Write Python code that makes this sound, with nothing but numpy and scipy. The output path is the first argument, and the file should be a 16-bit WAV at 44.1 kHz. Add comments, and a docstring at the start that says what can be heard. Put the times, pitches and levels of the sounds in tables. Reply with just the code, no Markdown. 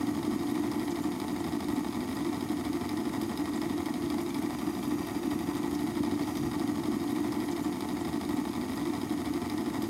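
"""A small three-roller dosing pump runs on a desk and feeds a thin stream into an aquarium.
From the start each roller rubs and squeezes the tube: the gears load up, rattle and tick, and the desk
drones under them, over soft hiss and crackling spray. Just before 1 s comes a faint squeak, and bubbles
ping here and there. Around 5 s and again near 6.4 s the treble turns hollow and the hiss swells,
the second time with a low rumble. At 6.6 s the whole sound comes round again as a loop."""
import sys
import numpy as np
from scipy import signal
from scipy.io import wavfile
from scipy.ndimage import uniform_filter1d

SR = 44100
rng = np.random.default_rng(int(sys.argv[2]) if len(sys.argv) > 2 else 0)


def persist_wave(psi):
    """Save psi, clipped to +-1, as 16-bit WAV."""
    counts = np.round(np.clip(psi, -1, 1) * 32767).astype(np.int16)
    wavfile.write(sys.argv[1], SR, np.atleast_2d(counts).T)


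N = 436149

PASS_HZ, ROLLER_COUNT = 12.412, 3  # a pass is one roller squeezing the tube
# how far the rotor trails an even pace: t/s, lag/s
ROTOR_LAG = [(0, .066), (1.45, .0702), (3.5, .068), (4.67, .0726), (5.15, .0716), (6.3, .0655), (6.6, .066)]
# gear load, peaking at the roller's bite, midway and at the release: middle/pass, width/pass, rise/dB
GEAR_LOAD = [(0.29, 0.41, 5.5), (0.091, 0.041, 4.5), (0.347, 0.056, 2), (0.58, 0.034, 5)]
# the hardest slaps, as the tube snaps open behind a roller: t/s, relative level/dB, treble offset/dB
HARD_SLAPS = [(0.0695, -37.5, -14), (0.2499, -37.0, -16), (0.7154, -36.0, -10), (0.7967, -37.5, -21),
              (1.2006, -36.5, -9), (1.5236, -38.0, -15), (1.6059, -37.5, -9), (1.6849, -37.0, -13),
              (2.128, -38.5, -19), (2.1681, -37.5, -13), (2.2655, -39.0, -18), (2.4094, -37.5, -14),
              (2.6511, -33.5, -17), (2.731, -36.5, -12), (2.8921, -35.0, -11), (2.9722, -36.0, -20),
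              (3.134, -38.5, -21), (3.2144, -36.5, -18), (3.3749, -34.0, -10), (3.456, -37.0, -19),
              (3.6166, -36.5, -9), (3.7793, -37.5, -13), (3.8589, -34.5, -10), (3.94, -36.0, -15),
              (4.1017, -35.0, -12), (4.3057, -36.0, -16), (4.3447, -35.5, -14), (5.071, -37.5, -8),
              (5.3907, -39.0, -12), (5.552, -37.0, -12), (6.3537, -38.0, -12), (6.3712, -33.5, -12),
              (6.5957, -37.0, -12)]
# resonances of the pump's shell: f/Hz, width/Hz, gain/dB
SHELL_MODES = [(2240, 110, 12), (3156, 185, 5.4), (3730, 190, 9), (4920, 460, 9.1)]
# a neutral colour: f/Hz, level/dB
FLAT = [(20, 0), (20000, 0)]


def amp(db):
    """Decibels to gain."""
    return 10 ** (np.asarray(db) / 20)


def unit_rms(x):
    """Scales to an rms of 1."""
    return x / np.sqrt(np.mean(x ** 2) + 1e-20)


def add(mix, s, sound):
    """Mixes a sound in at s seconds."""
    part = mix[max(round(s * SR), 0):][:len(sound)]
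    part += sound[:len(part)]


def clicks(times, sizes):
    """One impulse of each size at each time."""
    at = np.round(times * SR).astype(int)
    inside = (at >= 0) & (at < N)
    return np.bincount(at[inside], sizes[inside], N)


def humps(table, at, period=np.inf):
    """Bell-shaped swells in dB from rows of middle, width and rise; they may repeat with a period."""
    middle, width, db = np.transpose(table)[:, :, None]
    away = abs(at - middle) % period
    away = np.minimum(away, period - away)
    return (db * np.exp(-(away / width) ** 2)).sum(axis=0)


def ring(x, colour, modes=(), size=16384):
    """Plays x through a minimum-phase body with this broad colour and these resonances."""
    hz = abs(np.fft.fftfreq(size, 1 / SR))
    points, levels = np.transpose(colour)
    db = np.interp(np.log(hz + 1), np.log(points), levels)
    for centre, width, height in modes:
        db = db + height / (1 + (2 * (hz - centre) / width) ** 2)
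    spectrum = np.exp(np.conj(signal.hilbert(np.log(amp(db)))))
    response = np.fft.ifft(spectrum).real
    return signal.oaconvolve(x, response[:size // 2])[:N]


def room(x, wet_db, t60):
    """Adds sparse reflections from the desk, the tank and the near walls; comes out at unit rms."""
    t = np.arange(SR // 2) / SR
    echoes = rng.standard_normal(len(t)) * (rng.random(len(t)) < 3000 / SR)
    tail = echoes * (t > .003) * np.exp(-np.log(1000) * t / t60)
    wet = signal.oaconvolve(x, tail / np.linalg.norm(tail))[:N]
    return unit_rms(x + amp(wet_db) * wet)


def lag_at(t):
    """Seconds by which the rotor trails an even pace at time t."""
    return np.interp(t, *np.transpose(ROTOR_LAG))


def pass_time(passes):
    """Time at which the rotor has made this many roller passes."""
    on_beat = passes / PASS_HZ
    return on_beat + lag_at(on_beat)


def rotor_position():
    """Roller passes made so far, sample by sample."""
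    t = np.arange(N) / SR
    return (t - lag_at(t)) * PASS_HZ


def pass_numbers():
    """Numbers of the roller passes, from just before the start."""
    return np.arange(-1, int(N / SR * PASS_HZ) + 1)


def pulses(pattern, accents, spread_db, clear_s):
    """A pattern of hits in every rotor turn, never quite alike; accents replace hits within clear_s."""
    place, db, scatter = np.transpose(pattern)
    turn_starts = pass_numbers()[1::ROLLER_COUNT, None] - ROLLER_COUNT
    turn_starts = np.vstack([turn_starts, turn_starts[-1] + ROLLER_COUNT])
    late, hard = rng.standard_normal((2, len(turn_starts), len(pattern)))
    times = (pass_time(turn_starts + place) + scatter * late).ravel()
    levels = (db + spread_db * hard).ravel()
    accent_s, accent_db = np.transpose(accents)[:2]
    free = abs(times[:, None] - accent_s).min(axis=1) > clear_s
    return clicks(times[free], amp(levels[free])) + clicks(accent_s, amp(accent_db))


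def gear_teeth(load_depth, repeat_share, per_pass=96):
    """Gear teeth knock under the load; part of their unevenness returns with every rotor turn."""
    # the three rollers load the gears unequally: level/dB
    roller_db = [0.73, 0.45, 1.36]
    tooth = (pass_numbers()[:, None] * per_pass + np.arange(per_pass)).ravel()
    per_turn = ROLLER_COUNT * per_pass
    wear, offset = rng.standard_normal((2, per_turn))[:, tooth % per_turn]
    force = np.sqrt(repeat_share) * wear + np.sqrt(1 - repeat_share) * rng.standard_normal(len(tooth))
    passes = (tooth + offset / 2) / per_pass
    load_db = load_depth * humps(GEAR_LOAD, passes, period=1)
    load_db += np.take(roller_db, tooth // per_pass % ROLLER_COUNT)
    return clicks(pass_time(passes), force * amp(load_db))


def desk_drone(sink_db_per_s=230):
    """Roller shoves and gear vibration drive the desk through the pump's feet, softer as the rotor lags."""
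    # shoves in every rotor turn: position/passes, relative level/dB, timing scatter/s
    thumps = [(.185, -0.5, 0.00056), (.4, -4, 0.00046), (.63, -2, 0.00061), (1.22, -3, 0.00051),
              (1.41, -5, 0.00069), (1.62, -1.5, 0.00079), (2.235, -3, 0.00084), (2.62, -2, 0.00042)]
    # the loudest throbs of the low drone: t/s, relative level/dB
    throbs = [(.65, -3), (1.085, 1.5), (1.778, 1.5), (2.212, 3.5), (3.225, 4), (3.707, 2.5), (5.487, 2),
              (6.005, 6), (6.122, 4), (6.367, 1), (6.563, 2.5)]
    # the desk's boomy colour: f/Hz, level/dB
    desk = [(18, -56), (35, -35), (52, -33.5), (75, -8.5), (102, -7.5), (135, -14.5), (165, -8),
            (205, -2.5), (225, 1), (340, -0.5), (365, -6), (420, -12), (520, -23.5), (900, -52.5)]
    # its resonances: f/Hz, width/Hz, gain/dB
    desk_modes = [(257, 18, 3), (295, 16, 12), (340, 12, 6.5)]
    pulsing = unit_rms(ring(pulses(thumps, throbs, spread_db=1.5, clear_s=.008), desk, desk_modes))
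    rumble = unit_rms(ring(gear_teeth(load_depth=.4, repeat_share=.4), desk, desk_modes))
    lag = lag_at(np.arange(N) / SR)
    level_db = -31.5 - sink_db_per_s * (lag - lag[0])
    return amp(level_db) * unit_rms(pulsing + amp(2.5) * rumble)


def gear_rattle():
    """The meshing teeth ring the plastic gearbox."""
    # the gearbox's midrange colour: f/Hz, level/dB
    gearbox = [(200, -16.5), (480, -11), (620, 0), (850, 2.5), (960, .5), (1170, 1), (1400, -7),
               (1660, -16), (1870, -3.5), (2250, -7.5), (2650, -19.5), (5000, -23), (7500, -22),
               (16000, -27.5)]
    # its resonances: f/Hz, width/Hz, gain/dB
    gearbox_modes = [(656, 24, 5.5), (732, 34, 6.5), (838, 30, 2.5), (888, 34, 4.5), (1005, 28, 4.5),
                     (1253, 42, 5), (1885, 170, 3.6)]
    mesh = ring(gear_teeth(load_depth=1.15, repeat_share=.18), gearbox, gearbox_modes)
    return amp(-43.3) * room(mesh, wet_db=-13, t60=.08)


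def stray_slaps(per_s=34, range_db=7.5):
    """Loose slaps at random moments, more of them while the gears are loaded."""
    load = unit_rms(amp(humps(GEAR_LOAD, rotor_position(), period=1)))
    hits = rng.random(N) < per_s * load / SR
    return hits * amp(-42.5 - range_db * rng.random(N))


def shell_spot(hits, detune=.05, spread_db=3):
    """The shell rings a little differently at every spot where it is struck."""
    # the shell's bright, clicky colour: f/Hz, level/dB
    shell = [(400, -13), (900, -16), (1600, -21), (1950, -2), (2300, -4.5), (2650, -12.5), (3300, 1),
             (4350, -5.5), (5200, -3.5), (5900, -22), (7500, -26), (9200, -7.5), (13000, -20), (16000, -23)]
    shifts = rng.uniform(-1, 1, (len(SHELL_MODES), 2))
    modes = [(hz * (1 + detune * up), width, db + spread_db * loud)
             for (hz, width, db), (up, loud) in zip(SHELL_MODES, shifts)]
    return ring(hits, shell, modes)


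def backlash_ticks(spots=12, rebound_s=.0011, rebound_db=-3.5, shell_gain_db=21.5):
    """The gears slap across their play, rebound once and ring the shell at one of several spots."""
    # slaps in every rotor turn: position/passes, relative level/dB, timing scatter/s
    backlash = [(.04, -38, .0003), (.128, -43.5, .0007), (.255, -44, .0009), (.548, -58, .0004),
                (1.052, -39.5, .0005), (1.135, -44.5, 0.00056), (1.262, -44, 0.00078),
                (1.544, -40.5, .0003), (2.039, -37.5, .0003), (2.112, -42, 0.00046), (2.27, -40.5, .002),
                (2.54, -45.5, 0.00033)]
    slaps = pulses(backlash, HARD_SLAPS, spread_db=1, clear_s=.003) + stray_slaps()
    at = np.flatnonzero(slaps)
    gaps = rebound_s * rng.uniform(.5, 1.5, len(at))
    rebounds = slaps[at] * amp(rebound_db) * rng.choice([-1, 1], len(at))
    struck_spot = rng.integers(0, spots, len(at))
    ticks = np.zeros(N)
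    for spot in range(spots):
        here = struck_spot == spot
        ticks += shell_spot(clicks(at / SR, slaps[at] * here) + clicks(at / SR + gaps, rebounds * here))
    return amp(shell_gain_db) * np.std(ticks) * room(ticks, wet_db=-8.5, t60=.1)


def tube_rub():
    """Each roller drags over the tube with a soft, pulsing fizz that rings the shell."""
    # drag as the roller meets the tube and as it leaves: middle/pass, width/pass, rise/dB
    drag_swells = [(0.99, 0.24, 7), (.46, .16, 10.5)]
    # colour of the friction: f/Hz, level/dB
    friction = [(1000, -12), (1600, -3), (2000, 0), (2700, 0.5), (3500, 0.5), (6000, -1), (9200, -8),
                (12500, 0), (16000, -19)]
    drag = amp(humps(drag_swells, rotor_position(), period=1)) * rng.standard_normal(N)
    return amp(-56) * unit_rms(ring(drag, friction, SHELL_MODES))


def hiss():
    """A soft, steady bed of hiss, with a bright sizzle that swells twice and a rumble that swells once."""
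    # colour of the bed: f/Hz, level/dB
    bed_colour = [(30, -10), (150, 16), (1000, 8), (2700, 3), (4800, 2), (6100, -2.5), (7400, -3),
                  (8700, -0.5), (11000, 2.5), (12600, -6.5), (14000, 2), (16000, -21)]
    # its treble peaks: f/Hz, width/Hz, gain/dB
    bed_peaks = [(6330, 110, 3), (6670, 350, 13.3), (14550, 350, 3)]
    # colour of the sizzle: f/Hz, level/dB
    sizzle_colour = [(2000, -20), (3900, -5), (4900, -3), (6200, -1), (7300, -11), (9500, -22),
                     (12000, -25), (16000, -20)]
    # colour of the rumble: f/Hz, level/dB
    rumble_colour = [(25, -45), (55, -10), (90, -6), (150, -1), (400, -51), (2000, -74)]
    t = np.arange(N) / SR
    sizzle_db = -68.5 + humps([(5.05, .55, 4.2), (6.35, .21, 10)], t)
    rumble_db = -51 + humps([(6.45, .075, 11)], t)
    bed = unit_rms(ring(rng.standard_normal(N), bed_colour, bed_peaks))
    sizzle = unit_rms(ring(rng.standard_normal(N), sizzle_colour))
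    rumble = unit_rms(ring(rng.standard_normal(N), rumble_colour))
    return amp(-52.5) * bed + amp(sizzle_db) * sizzle + amp(rumble_db) * rumble


def spray(per_s=140, spread_db=4, clump_db=4, decay_s=.0057):
    """Tiny droplets land in louder and softer clumps, each a short burst of fizz."""
    # the spray's airy colour: f/Hz, level/dB
    fizz_colour = [(2000, -29), (5500, -1), (9000, 0), (12500, 4), (16000, -14)]
    t = np.arange(SR // 40) / SR
    clumps = unit_rms(uniform_filter1d(rng.standard_normal(N), size=5000))
    drop_db = spread_db * np.minimum(rng.exponential(size=N), 3) + clump_db * np.clip(clumps, -2, 2)
    drops = amp(drop_db) * (rng.random(N) < per_s / SR)
    envelope = signal.oaconvolve(drops, np.exp(-t / decay_s))[:N]
    return amp(-63) * unit_rms(ring(envelope * rng.standard_normal(N), fizz_colour))


def tube_snaps(edge_gain_db=10, decay_s=.0023):
    """The tube springs open with each of the hardest slaps and gives it a bright edge."""
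    # colour of that edge: f/Hz, level/dB
    edge_colour = [(2000, -19), (5000, 5), (7500, -11.5), (13000, 0.5), (16000, -9)]
    t, edge = np.arange(SR // 50) / SR, np.zeros(N)
    for s, db, treble_db in HARD_SLAPS:
        burst = np.exp(-t / decay_s) * rng.standard_normal(len(t))
        add(edge, s, amp(db + treble_db + edge_gain_db) * burst)
    return ring(edge, edge_colour)


def squeak(start_s=.74):
    """A faint, wavering whistle far up in the treble, ending in a lower chirp."""
    # the whistle's glide: t/s from the squeak's start, f/Hz, level/dB
    whistle = [(0, 11900, -63), (.03, 11450, -60.5), (.12, 11050, -57.5), (.16, 11400, -62),
               (.22, 12750, -61), (.26, 12450, -61), (.3, 12650, -62)]
    # the chirp's glide: t/s from the squeak's start, f/Hz, level/dB
    chirp = [(.275, 7050, -57), (.295, 7280, -54), (.32, 7100, -59)]
    out = np.zeros(N)
    for glide in (whistle, chirp):
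        s, hz, db = np.transpose(glide)
        t = np.arange(s[0], s[-1], 1 / SR)
        waver = 1 + .003 * unit_rms(uniform_filter1d(rng.standard_normal(len(t)), size=60))
        cycles = np.cumsum(np.interp(t, s, hz) * waver) / SR
        add(out, start_s + s[0], amp(np.interp(t, s, db)) * np.sin(2 * np.pi * cycles))
    return out


def faint_bubbles(count=30, per_s=.7, typical_hz=7600, spread_octaves=.12, db=-54, splash_db=-8):
    """Cues for small bubbles at random moments, all of about one size."""
    times = np.cumsum(rng.exponential(size=count)) / per_s
    pitches = typical_hz * 2 ** (spread_octaves * rng.standard_normal(count))
    return [(s, db, hz, splash_db) for s, hz in zip(times, pitches)]


def bubbles(attack_s=.0003, decay_s=.0083, rise_per_s=1.5):
    """A drop splashes, and its tiny bubble rings briefly with rising pitch."""
    # the clearest bubbles in the tank: t/s, level/dB, f/Hz, splash against the ping/dB
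    clear_bubbles = [(.906, -48, 6160, 0), (.917, -50, 5070, 3), (1.407, -49, 7400, -2),
                     (1.759, -49, 7600, -4), (3.558, -45, 7500, -5), (4.29, -48, 6200, -2),
                     (5.57, -53, 6260, 6), (5.749, -44.5, 5400, 1), (6.222, -43, 4400, -5),
                     (6.37, -42, 4900, 0)]
    t, out = np.arange(SR // 20) / SR, np.zeros(N)
    envelope = np.exp(-t / decay_s) * (1 - np.exp(-t / attack_s))
    for s, db, hz, splash_db in clear_bubbles + faint_bubbles():
        ping = np.sin(2 * np.pi * np.cumsum(hz * (1 + rise_per_s * t)) / SR)
        band = signal.butter(2, [.87 * hz, 1.28 * hz], "bandpass", fs=SR)
        splash = unit_rms(signal.lfilter(*band, rng.standard_normal(len(t))))
        add(out, s, amp(db) * envelope * (ping + amp(splash_db) * splash))
    return out


def hollowed(x):
    """For two stretches the treble takes on a hollow, notched colour."""
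    # the hollow stretches: start/s, end/s, fade/s
    stretches = [(4.53, 5.58, 0.092), (6.217, 6.52, .04)]
    # their peaks and notches: f/Hz, width/Hz, gain/dB
    hollow_modes = [(2150, 200, -2.5), (2620, 190, 4.5), (3300, 330, -2), (4230, 350, -4), (4800, 320, 2.5),
                    (5340, 300, -11), (5620, 350, 7), (7200, 220, 1), (7600, 500, -0.5), (9500, 350, -2.5),
                    (10000, 450, 2.5), (12160, 450, 6), (12750, 280, -3), (13300, 650, 4)]
    t = np.arange(N) / SR
    blend = sum(np.clip(np.minimum(t - start, end - t) / fade + .5, 0, 1)
                for start, end, fade in stretches)
    return (1 - blend) * x + blend * ring(x, FLAT, hollow_modes)


def looped(x, loop_s=6.6066, fade_samples=1000):
    """An equal-power crossfade brings the beginning back after one loop."""
    seam = round(loop_s * SR)
    angle = np.clip((np.arange(N) - seam) / fade_samples, 0, 1) * np.pi / 2
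    return np.cos(angle) * x + np.sin(angle) * np.roll(x, seam)


def scene():
    """Pump and hiss, coloured by the housing, join the water in a mono loop."""
    # treble resonances and notches of the pump's housing: f/Hz, width/Hz, gain/dB
    housing_modes = [(8330, 260, 5), (9300, 430, 5.5), (9520, 440, -4.5), (12000, 250, -3.5),
                     (12900, 260, 1), (13200, 380, -5), (14200, 200, -5), (14500, 420, 0)]
    gears = desk_drone() + gear_rattle() + backlash_ticks()
    tube = tube_rub() + tube_snaps() + squeak()
    pump = ring(gears + tube + hiss(), FLAT, housing_modes)
    return looped(hollowed(pump) + bubbles() + spray())[None]


def record(dry):
    """A steep low-pass takes off the air above 15850 Hz."""
    lowpass = signal.firwin(511, 15850, window=("kaiser", 9), fs=SR)
    return signal.oaconvolve(dry, lowpass[None], "same")


dry = scene()
out = record(dry)
persist_wave(out)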